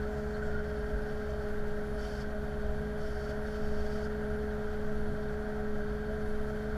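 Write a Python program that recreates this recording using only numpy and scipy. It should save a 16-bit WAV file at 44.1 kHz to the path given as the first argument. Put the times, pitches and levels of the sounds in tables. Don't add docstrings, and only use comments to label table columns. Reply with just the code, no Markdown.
import sys
import numpy as np
from scipy import signal
from scipy.fft import rfft, irfft
from scipy.io import wavfile
from scipy.ndimage import uniform_filter1d

SR = 44100
rng = np.random.default_rng(int(sys.argv[2]) if len(sys.argv) > 2 else 0)


def wav_out(sig):
    wavfile.write(sys.argv[1], SR, np.round(np.clip(np.atleast_2d(sig).T, -1, 1) * 32767).astype(np.int16))


N = 298538
TIME = np.arange(N) / SR
HZ = np.maximum(np.arange(N // 2 + 1) * SR / N, 1e-3)


def undb(db):
    return 10 ** (np.asarray(db) / 20)


def level(x, db):
    return x * undb(db) / np.sqrt(np.mean(x ** 2))


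def curves(table):
    times, *columns = np.transpose(table)
    return [np.interp(TIME, times, column) for column in columns]


def noise():
    return rng.standard_normal(N)


def wander(rate):
    return level(irfft(rfft(noise()) / (1 + (HZ / rate) ** 4), N), 0)


def ring(x, modes):
    power = sum(undb(db) ** 2 / (1 + ((HZ ** 2 - hz ** 2) / (1.27 * HZ * width)) ** 2) ** 2
                for hz, width, db in modes)
    return irfft(rfft(x) * np.sqrt(power), N)


def colour(x, points):
    hz, db = np.transpose(points)
    gain = undb(np.interp(np.log(HZ), np.log(hz), db)) / (1 + (hz[0] / HZ) ** 4)
    return irfft(rfft(x) * gain, N)


def count_cycles(hz):
    return np.cumsum(hz) / SR + rng.random()


def tone(cycles, db):
    return np.sqrt(2) * undb(db) * np.sin(2 * np.pi * cycles)


def spell(start, end, rise, fall):
    return np.clip(.5 + (TIME - start) / rise, 0, 1) * np.clip(.5 + (end - TIME) / fall, 0, 1)


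def engine(firing_hz=67.1, knock_depth=0.16, flutter_db=0.8, drift_db=0.5):
    # (multiple of the firing rate, level [dB])
    harmonics = [(1, -45), (2, -53)]
    # (pitch [Hz], width [Hz], relative level [dB])
    block_modes = [(733.4, 25.4, 5.5), (835, 19, -2), (904, 21, -2.5), (994, 17, -6.5), (1335, 77, -0.5),
                   (1463, 110, 1), (1565, 142, 0), (1700, 71, -13), (1847, 117, -7), (2020, 170, -17.5)]
    # (time [s], level [dB])
    clatter_levels = [(0, -48.5), (1.0, -49), (2.5, -50), (3.5, -48), (4.2, -48.5), (5.1, -49.5),
                      (6.77, -49.5)]
    # (pitch [Hz], width [Hz], relative level [dB])
    boom_modes = [(69, 13.6, -0.5), (116, 40, -8), (151.5, 12.6, -1), (204, 32, -11.5), (242.7, 41.6, -6)]
    cycles = count_cycles(firing_hz * (1 + .002 * wander(3 * .31)))
    drone = sum(tone(round(multiple) * cycles, db + 2.3 * wander(3.0)) for multiple, db in harmonics)
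    knocks = noise() * (1 + knock_depth * np.cos(2 * np.pi * cycles)) * undb(flutter_db * wander(30))
    clatter_db, = curves(clatter_levels)
    clatter = level(ring(knocks, block_modes), 0) * undb(clatter_db + drift_db * wander(1.5))
    boom = level(ring(noise(), boom_modes), -47.0)
    return drone + clatter + boom


def pump(throb_hz=3.18, crest_s=0.166, throb_db=2, flutter_db=0.26, sway_db=0.2):
    # (time [s], rate [Hz])
    piston_rates = [(0.0, 210.1), (0.44, 211.1), (0.6, 210.2), (1.16, 211.0), (1.44, 209.3), (2.68, 209.4),
                    (2.92, 211.1), (3.2, 208.7), (3.48, 212.1), (3.8, 210.0), (4.04, 210.9), (5.0, 210.9),
                    (5.12, 210.0), (5.56, 211.5), (5.84, 209.2), (6.12, 212.5), (6.32, 211.2),
                    (6.76, 213.1)]
    # (time [s], lower tone's level [dB], upper tone's level [dB])
    hum_levels = [(0.0, -42.5, -39.6), (1.44, -46.5, -40), (1.72, -42.5, -40.5), (2.08, -47, -42.5),
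                  (2.32, -43.1, -44), (2.72, -45.4, -41.0), (2.88, -41.5, -41), (3.16, -47.1, -41.8),
                  (3.32, -43.5, -41), (4.32, -41.1, -38.4), (4.76, -43.0, -40.1), (5.08, -40, -40.9),
                  (5.28, -43.5, -40), (5.52, -40.6, -40.2), (6.44, -42.6, -39.8), (6.76, -41, -40.5)]
    # (time [s], base level [dB])
    housing_levels = [(0, -48), (2.1, -48), (3.7, -47.5), (4.2, -50), (6.77, -50)]
    hz, = curves(piston_rates)
    lower_db, upper_db = curves(hum_levels)
    throb = np.cos(2 * np.pi * throb_hz * (TIME - crest_s))
    housing_db = curves(housing_levels)[0] + throb_db * throb + wander(9)
    cycles = count_cycles(hz * (1 + 0.00048 * wander(7.9)))
    lower = tone(cycles, lower_db + sway_db * wander(3.2) + flutter_db * wander(18))
    upper = tone(2 * cycles, upper_db + 0.47 * wander(21))
    buzz = tone(3 * cycles + 0.26 * wander(7.2), -2.8 + 0.9 * wander(24))
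    rattle = level(ring(noise(), [(628.5, 53, 0)]), -4.0)
    return lower + upper + (buzz + rattle) * undb(housing_db)


def chassis(rumble_db=-48.5, surge_half_s=0.064):
    # (rate [Hz], width [Hz], relative level [dB])
    rocking_modes = [(12.65, 2.36, 5), (21.8, 5.7, -8.5)]
    # (time [s], level [dB])
    surges = [(0.94, -34), (2.0, -46), (2.7, -40.5), (3.51, -39), (3.79, -43), (4.58, -48), (5.9, -39.5)]
    rocking = level(ring(noise(), rocking_modes), -37)
    rumble = ring(noise(), [(49.4, 8.7, 0)])
    rumble /= np.sqrt(uniform_filter1d(rumble ** 2, int(.25 * SR)))
    surge_power = sum(undb(db) ** 2 * np.exp(-((TIME - at) / surge_half_s) ** 2) for at, db in surges)
    return rocking + rumble * np.sqrt(undb(rumble_db) ** 2 + surge_power)


def drives():
    # (pitch [Hz], level [dB])
    tones = [(52, -49), (75, -53.5), (137.6, -55.5), (804.7, -62.5), (1609.4, -60.5)]
    return sum(tone(count_cycles(hz * (1 + 0.000574 * wander(2.0))), db + 1.9 * wander(1.4))
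               for hz, db in tones)


def steering(leak_db=-83.5, pipes_rest_db=-67, pipes_vs_jet_db=-11.5, flutter_db=1.3):
    # (start [s], end [s], level [dB], swell over the turn [dB])
    wheel_turns = [(0.0, 1.45, -72, 2), (1.984, 2.239, -58, -3), (2.99, 3.33, -62, 3), (3.46, 3.88, -63, 1),
                   (3.882, 4.07, -59.5, -2.5)]
    # (pitch [Hz], width [Hz], relative level [dB])
    pipe_modes = [(3110, 160, 2.5), (3350, 200, -0.5), (3670, 150, -2.5), (4426, 270, 0.5),
                  (5100, 430, -16), (5400, 75, -18)]
    # (pitch [Hz], width [Hz], relative level [dB])
    jet_bands = [(3110, 190, 3), (3340, 1100, -6), (4520, 230, 5.5), (5020, 300, 1.5), (5490, 80, 6),
                 (6100, 1000, -6), (7550, 1400, -13), (10400, 3400, -17.5), (2190, 500, -2.5)]
    flow = undb(leak_db) + sum(valve_flow(*turn) for turn in wheel_turns)
    pipe_gain = np.hypot(undb(pipes_rest_db), undb(pipes_vs_jet_db) * flow)
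    pipes = level(ring(noise(), pipe_modes), 0) * pipe_gain
    jet = level(ring(noise(), jet_bands), 0) * flow
    return (pipes + jet) * undb(flutter_db * wander(27))


def valve_flow(start, end, db, swell_db, open_s=0.058, close_s=0.037):
    spit_db, spit_lead_s, spit_half_s = 2.5, 0.025, 0.015
    swell = swell_db * np.interp(TIME, [start, end], [-.5, .5])
    spit = spit_db * np.exp(-((TIME - end + spit_lead_s) / spit_half_s) ** 2)
    return spell(start, end, open_s, close_s) * undb(db + swell + spit)


def towbar(start_s=0.41, end_s=0.6, squeal_db=-49.5):
    # (start [s], end [s], pitch [Hz], width [Hz], level [dB], fade [s])
    rub_spells = [(.08, .4, 6640, 2200, -73, .06), (.17, 0.198, 5000, 1500, -66, .01),
                  (0.34, 0.36, 4260, 400, -60.5, .01), (.42, .49, 7450, 1200, -70, 0.034),
                  (1.303, 1.311, 6200, 1700, -65, .004), (5.052, 5.17, 139.8, 110, -42, 0.087)]
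    lowest_hz, lowest_at_s, bend_hz_per_s2 = 1430, 0.515, 11000
    squeal_hz = lowest_hz + bend_hz_per_s2 * (np.clip(TIME, start_s, end_s) - lowest_at_s) ** 2
    cycles = count_cycles(squeal_hz * (1 + 0.012 * wander(60)))
    squeal = tone(cycles, squeal_db + 4.9 * wander(50)) * spell(start_s, end_s, .02, .02)
    rubs = sum(level(ring(noise(), [(hz, width, 0)]), db) * spell(start, end, fade, fade)
               for start, end, hz, width, db, fade in rub_spells)
    return squeal + rubs


def apron(swell_db=0.55, flicker_db=0.78):
    # (frequency [Hz], relative level [dB])
    wash_shape = [(25, 3.5), (90, -5.5), (180, -10.5), (300, -14), (440, -9), (510, -14), (570, -5.5),
                  (800, -17.5), (1200, -17), (1900, -22.5), (2700, -33), (4000, -35), (5800, -37),
                  (8500, -44), (15500, -45.5)]
    # (pitch [Hz], width [Hz], relative level [dB])
    turbine_bands = [(10335, 85, 2), (10400, 100, -7), (10470, 810, -5)]
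    wash = level(colour(noise(), wash_shape), -46.0)
    treble = signal.sosfilt(signal.butter(1, 2500, "high", fs=SR, output="sos"), wash)
    whine = level(ring(noise(), turbine_bands), -77.5) * undb(2.2 * wander(2.6))
    treble_gain = undb(swell_db * wander(1.5) + flicker_db * wander(22))
    return wash - treble + treble * treble_gain + whine


def scene():
    return (engine() + drives() + chassis() + pump() + steering() + towbar() + apron())[None]


def record(dry):
    top_hz = 15250
    return signal.sosfilt(signal.ellip(10, .1, 80, top_hz, fs=SR, output="sos"), dry)


dry = scene()
out = record(dry)
wav_out(out)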